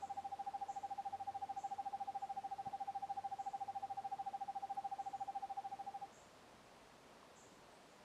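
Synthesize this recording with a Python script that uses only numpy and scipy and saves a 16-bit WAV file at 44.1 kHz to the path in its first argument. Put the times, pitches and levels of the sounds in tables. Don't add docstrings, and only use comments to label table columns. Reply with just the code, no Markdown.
import sys
import numpy as np
from scipy import signal
from scipy.fft import rfft, irfft
from scipy.io import wavfile
from scipy.ndimage import uniform_filter1d

SR = 44100
rng = np.random.default_rng(int(sys.argv[2]) if len(sys.argv) > 2 else 0)


def materialize(psi):
    bounded = np.clip(np.atleast_2d(psi).T, -1, 1)
    quanta = np.round(bounded * 32767).astype(np.int16)
    wavfile.write(sys.argv[1], SR, quanta)


N = 354563


def gain_of(db):
    return 10 ** (np.asarray(db) / 20)


def unit_rms(x):
    return x / np.sqrt(np.mean(x ** 2) + 1e-20)


def add(mix, s, sound):
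    part = mix[max(round(s * SR), 0):][:len(sound)]
    part += sound[:len(part)]


def step(t, width):
    return .5 + .5 * np.tanh(t / width)


def drift(per_s, count):
    hz = np.fft.rfftfreq(count, 1 / SR)
    return unit_rms(irfft(rfft(rng.standard_normal(count)) / (1 + (hz / per_s) ** 2), count))


def echoes(x, db, first_s, t60_s):
    t = np.arange(SR // 2) / SR
    taps = rng.choice([-1., 1.], len(t)) * (rng.random(len(t)) < 2000 / SR)
    taps = taps * np.clip((t - first_s) * 500, 0, 1) * gain_of(-60 * t / t60_s)
    return x + gain_of(db) * signal.oaconvolve(x, taps / np.linalg.norm(taps))[:N]


# f/Hz, relative level/dB
WASH_SPECTRUM = [(20, -20), (38, -19), (55, -9.5), (80, -10), (130, -5.5), (230, -0.5), (330, -4.5),
                 (650, -2.5), (1000, -6), (1600, -10.5), (4500, -17), (9000, -24.5), (13000, -34),
                 (15400, -40.5)]
# t/s, boost/dB
TYRE_SWELL = [(0, 2.5), (2, 2), (4, 2), (6, 3), (7, 2), (8.04, 2.5)]

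def traffic_wash(bed_db=-64, roar_hz=690, roar_octaves=1):
    frames, hz = N // 512 + 5, np.fft.rfftfreq(2048, 1 / SR)
    real, imag, patches = rng.standard_normal((frames, 1025, 3)).T
    patches = uniform_filter1d(patches, size=16, axis=0)
    patches = unit_rms(uniform_filter1d(patches, size=6, axis=1))
    knot_hz, knot_db = np.transpose(WASH_SPECTRUM)
    colour = gain_of(np.interp(np.log(hz + 1), np.log(knot_hz + 1), knot_db))
    bed = (real + 1j * imag) * colour[:, None]
    bed_rms = np.sqrt(np.mean(signal.istft(bed, nperseg=2048, noverlap=1536)[1] ** 2))
    roar_band = np.exp(-(np.log2((hz[:, None] + 1) / roar_hz) / roar_octaves) ** 2)
    swell_db = np.interp(np.arange(frames) * 512 / SR, *np.transpose(TYRE_SWELL))
    wash = bed * gain_of(roar_band * (swell_db + 0.58 * patches))
    return gain_of(bed_db) / bed_rms * signal.istft(wash, nperseg=2048, noverlap=1536)[1][:N]


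# t/s, f/Hz, level/dB
CLIMBING_ENGINE = [(0, 88.4, -77.5), (.92, 92.5, -77), (1.05, 92.6, -86), (1.14, 93.3, -72),
                   (2.75, 97.1, -82), (3.26, 99, -75.5), (3.8, 99.8, -76), (4.33, 82.2, -81.5),
                   (5.05, 80.1, -83), (6.5, 79.8, -85), (8.04, 79, -99)]
# t/s, f/Hz, level/dB
FARTHER_ENGINE = [(0, 120.7, -87), (2.3, 121.2, -83.5), (3.8, 125, -81.5), (5, 125.6, -83.5),
                  (5.8, 121.2, -83.5), (6.7, 116.6, -82.5), (7.2, 119.2, -90), (8.04, 120.7, -86)]

def engines():
    t, out = np.arange(N) / SR, np.zeros(N)
    for rows, fading_db in ((CLIMBING_ENGINE, 2.2), (FARTHER_ENGINE, 4)):
        s, hz, db = np.transpose(rows)
        level = np.sqrt(2) * gain_of(np.interp(t, s, db) + fading_db * drift(3, N))
        out += level * np.sin(2 * np.pi * np.cumsum(np.interp(t, s, hz)) / SR)
    return out


# f/Hz, width/Hz, level/dB
HUM_TONES = [(50, 3, -87), (1066, 3, -85), (10015, 3, -104)]

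def hums():
    t, out = np.arange(N) / SR, np.zeros(N)
    for hz, width, db in HUM_TONES:
        phase = 2 * np.pi * hz * t
        out += gain_of(db) * (drift(width, N) * np.cos(phase) + drift(width, N) * np.sin(phase))
    return out


# t/s, length/s, level/dB, lowest f/Hz, highest f/Hz
SONGBIRD_CALLS = [(.003, 0.075, -72, 6000, 7950), (0.128, .06, -78, 6700, 7800),
                  (0.68, 0.091, -68, 5770, 7760), (1.567, 0.1, -69.5, 5910, 7840),
                  (2.19, 0.052, -77, 6600, 7800), (3.38, 0.16, -75, 6070, 7900),
                  (4.985, 0.13, -75.5, 5700, 7920), (5.152, 0.056, -75.5, 6570, 7200),
                  (6.121, 0.1, -70.5, 6190, 7730), (7.356, 0.1, -68.5, 5930, 7900),
                  (7.71, .05, -78.5, 7640, 8600), (7.885, .07, -79, 6600, 7400)]

def songbirds(sweeps_per_s=113):
    out = np.zeros(N)
    for s, length, db, low_hz, high_hz in SONGBIRD_CALLS:
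        progress = np.arange(0, length, 1 / SR) / length
        sweeps = np.cumsum(sweeps_per_s * (1 + .25 * drift(40.7, len(progress)))) / SR
        depth = abs(2 * (sweeps % 1) - 1) ** 1.1
        span_hz = high_hz - low_hz
        hz = high_hz - span_hz * (1 - .35 * progress) * depth
        hz -= .1 * span_hz * np.exp(-progress / 0.147)
        shape = np.minimum(progress / 0.047, 1) * np.minimum((1 - progress) / .15, 1)
        shape *= gain_of(-(8 + 5 * depth) * progress)
        add(out, s, gain_of(db) * shape * np.sin(2 * np.pi * np.cumsum(hz) / SR))
    return echoes(out, db=6.5, first_s=0.00072, t60_s=0.66)


# t/s before the note's top, width/s, airflow/0-1
MEMBRANE_JOLTS = [(.0218, .0012, .17), (.016, .0015, .09)]

def owl_note(hz, ebb_s, bend, rise_s=.02, sag_hz_per_s=1250, octave_db=-32.5):
    lead_s = MEMBRANE_JOLTS[0][0] + 2 * MEMBRANE_JOLTS[0][1]
    t = np.arange(-lead_s, ebb_s, 1 / SR)
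    from_top = np.clip(np.where(t < 0, -t / rise_s, t / ebb_s), 0, 1)
    flow = abs(np.cos(np.pi / 2 * from_top)) ** np.where(t < 0, 1.24, 1.81)
    flow += sum(size * np.exp(-((t + s) / width) ** 2) for s, width, size in MEMBRANE_JOLTS)
    started, settled = step(t + rise_s, .0004), step(t + rise_s - .0045, .001)
    shift_hz = -50 * (1 - started) + 70 * (started - settled) - sag_hz_per_s * t
    phase = 2 * np.pi * np.cumsum(hz + shift_hz * bend) / SR
    return lead_s, flow * np.sin(phase) + gain_of(octave_db) * flow ** 2 * np.sin(2 * phase)


# note number, t/s of its middle
TRILL_PACE = [(0, .039), (15, 1.1418), (27, 2.018), (38, 2.8177), (42, 3.1111), (53, 3.9142), (55, 4.0588),
              (62, 4.5687), (70, 5.1472), (78, 5.7319), (82, 6.0304)]
# t/s, level/dB, f/Hz, ebb of the airflow/s
TRILL_COURSE = [(0, -39, 791, 0.023), (.5, -37.5, 797, 0.022), (1.2, -38, 791.6, 0.025),
                (1.9, -36.5, 792.7, 0.022), (2.6, -38.5, 788.5, 0.027), (3.1, -36.5, 792, 0.022),
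                (4, -37.5, 789, .024), (4.6, -37.5, 789, 0.023), (4.9, -37.3, 788.5, 0.022),
                (5.55, -38, 788, 0.024), (5.8, -40.4, 792, .026), (6.05, -41.6, 799, 0.026)]
# note number, push/dB
TRILL_ACCENTS = [(4, -.9), (10, -1), (16, -1.5), (17, 1), (18, -.8), (21, -1), (42, .7), (45, -1.2),
                 (50, -.8), (65, 1.5), (66, .9), (69, -.9), (70, -.8), (71, .8), (75, -1.2), (76, 1.2)]
# delay/s, relative level/dB
WALL_ECHOES = [(.02152, -23), (.02802, -27.5)]

def owl_trill(push_spread_db=0.38, hz_per_push_db=2.5):
    direct, accents = np.zeros(N), dict(TRILL_ACCENTS)
    numbers, mark_s = np.transpose(TRILL_PACE)
    course_s, *course = np.transpose(TRILL_COURSE)
    middles = np.interp(np.arange(numbers[-1] + 1), numbers, mark_s)
    for k, s in enumerate(middles):
        push, stretch, wobble = rng.standard_normal(3)
        db, hz, ebb_s = (np.interp(s, course_s, column) for column in course)
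        push_db = accents.get(k, push_spread_db * push)
        hz += hz_per_push_db * push_db
        lead_s, note = owl_note(hz, ebb_s * (1 + 0.046 * stretch), bend=1 + 0.05 * wobble)
        add(direct, s + .0005 - lead_s, gain_of(db + push_db) * note)
    heard = echoes(direct, db=-25, first_s=0.036, t60_s=0.22)
    for delay_s, db in WALL_ECHOES:
        add(heard, delay_s, gain_of(db) * direct)
    return heard


# t/s, level/dB, f/Hz, t60/s
KNOCK_RINGS = [(2.6690, -34, 189, 0.024), (2.6700, -46.5, 158, 0.052), (2.6714, -40, 316, 0.013),
               (2.6678, -49.5, 600, 0.033), (4.7517, -55, 10000, .003), (7.229, -46.5, 1024, 0.014)]

def bump_and_ticks():
    out, t = np.zeros(N), np.arange(SR // 10) / SR
    for s, db, hz, t60 in KNOCK_RINGS:
        envelope = gain_of(db - 60 * t / t60) * np.minimum(t * hz, 1)
        add(out, s, envelope * np.sin(2 * np.pi * hz * t))
    return out


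def scene():
    return (owl_trill() + songbirds() + traffic_wash() + engines() + hums() + bump_and_ticks())[None]


def record(dry):
    lowpass = signal.firwin(511, 15600, window=("kaiser", 9), fs=SR)
    return signal.oaconvolve(dry, lowpass[None], "same")


dry = scene()
out = record(dry)
materialize(out)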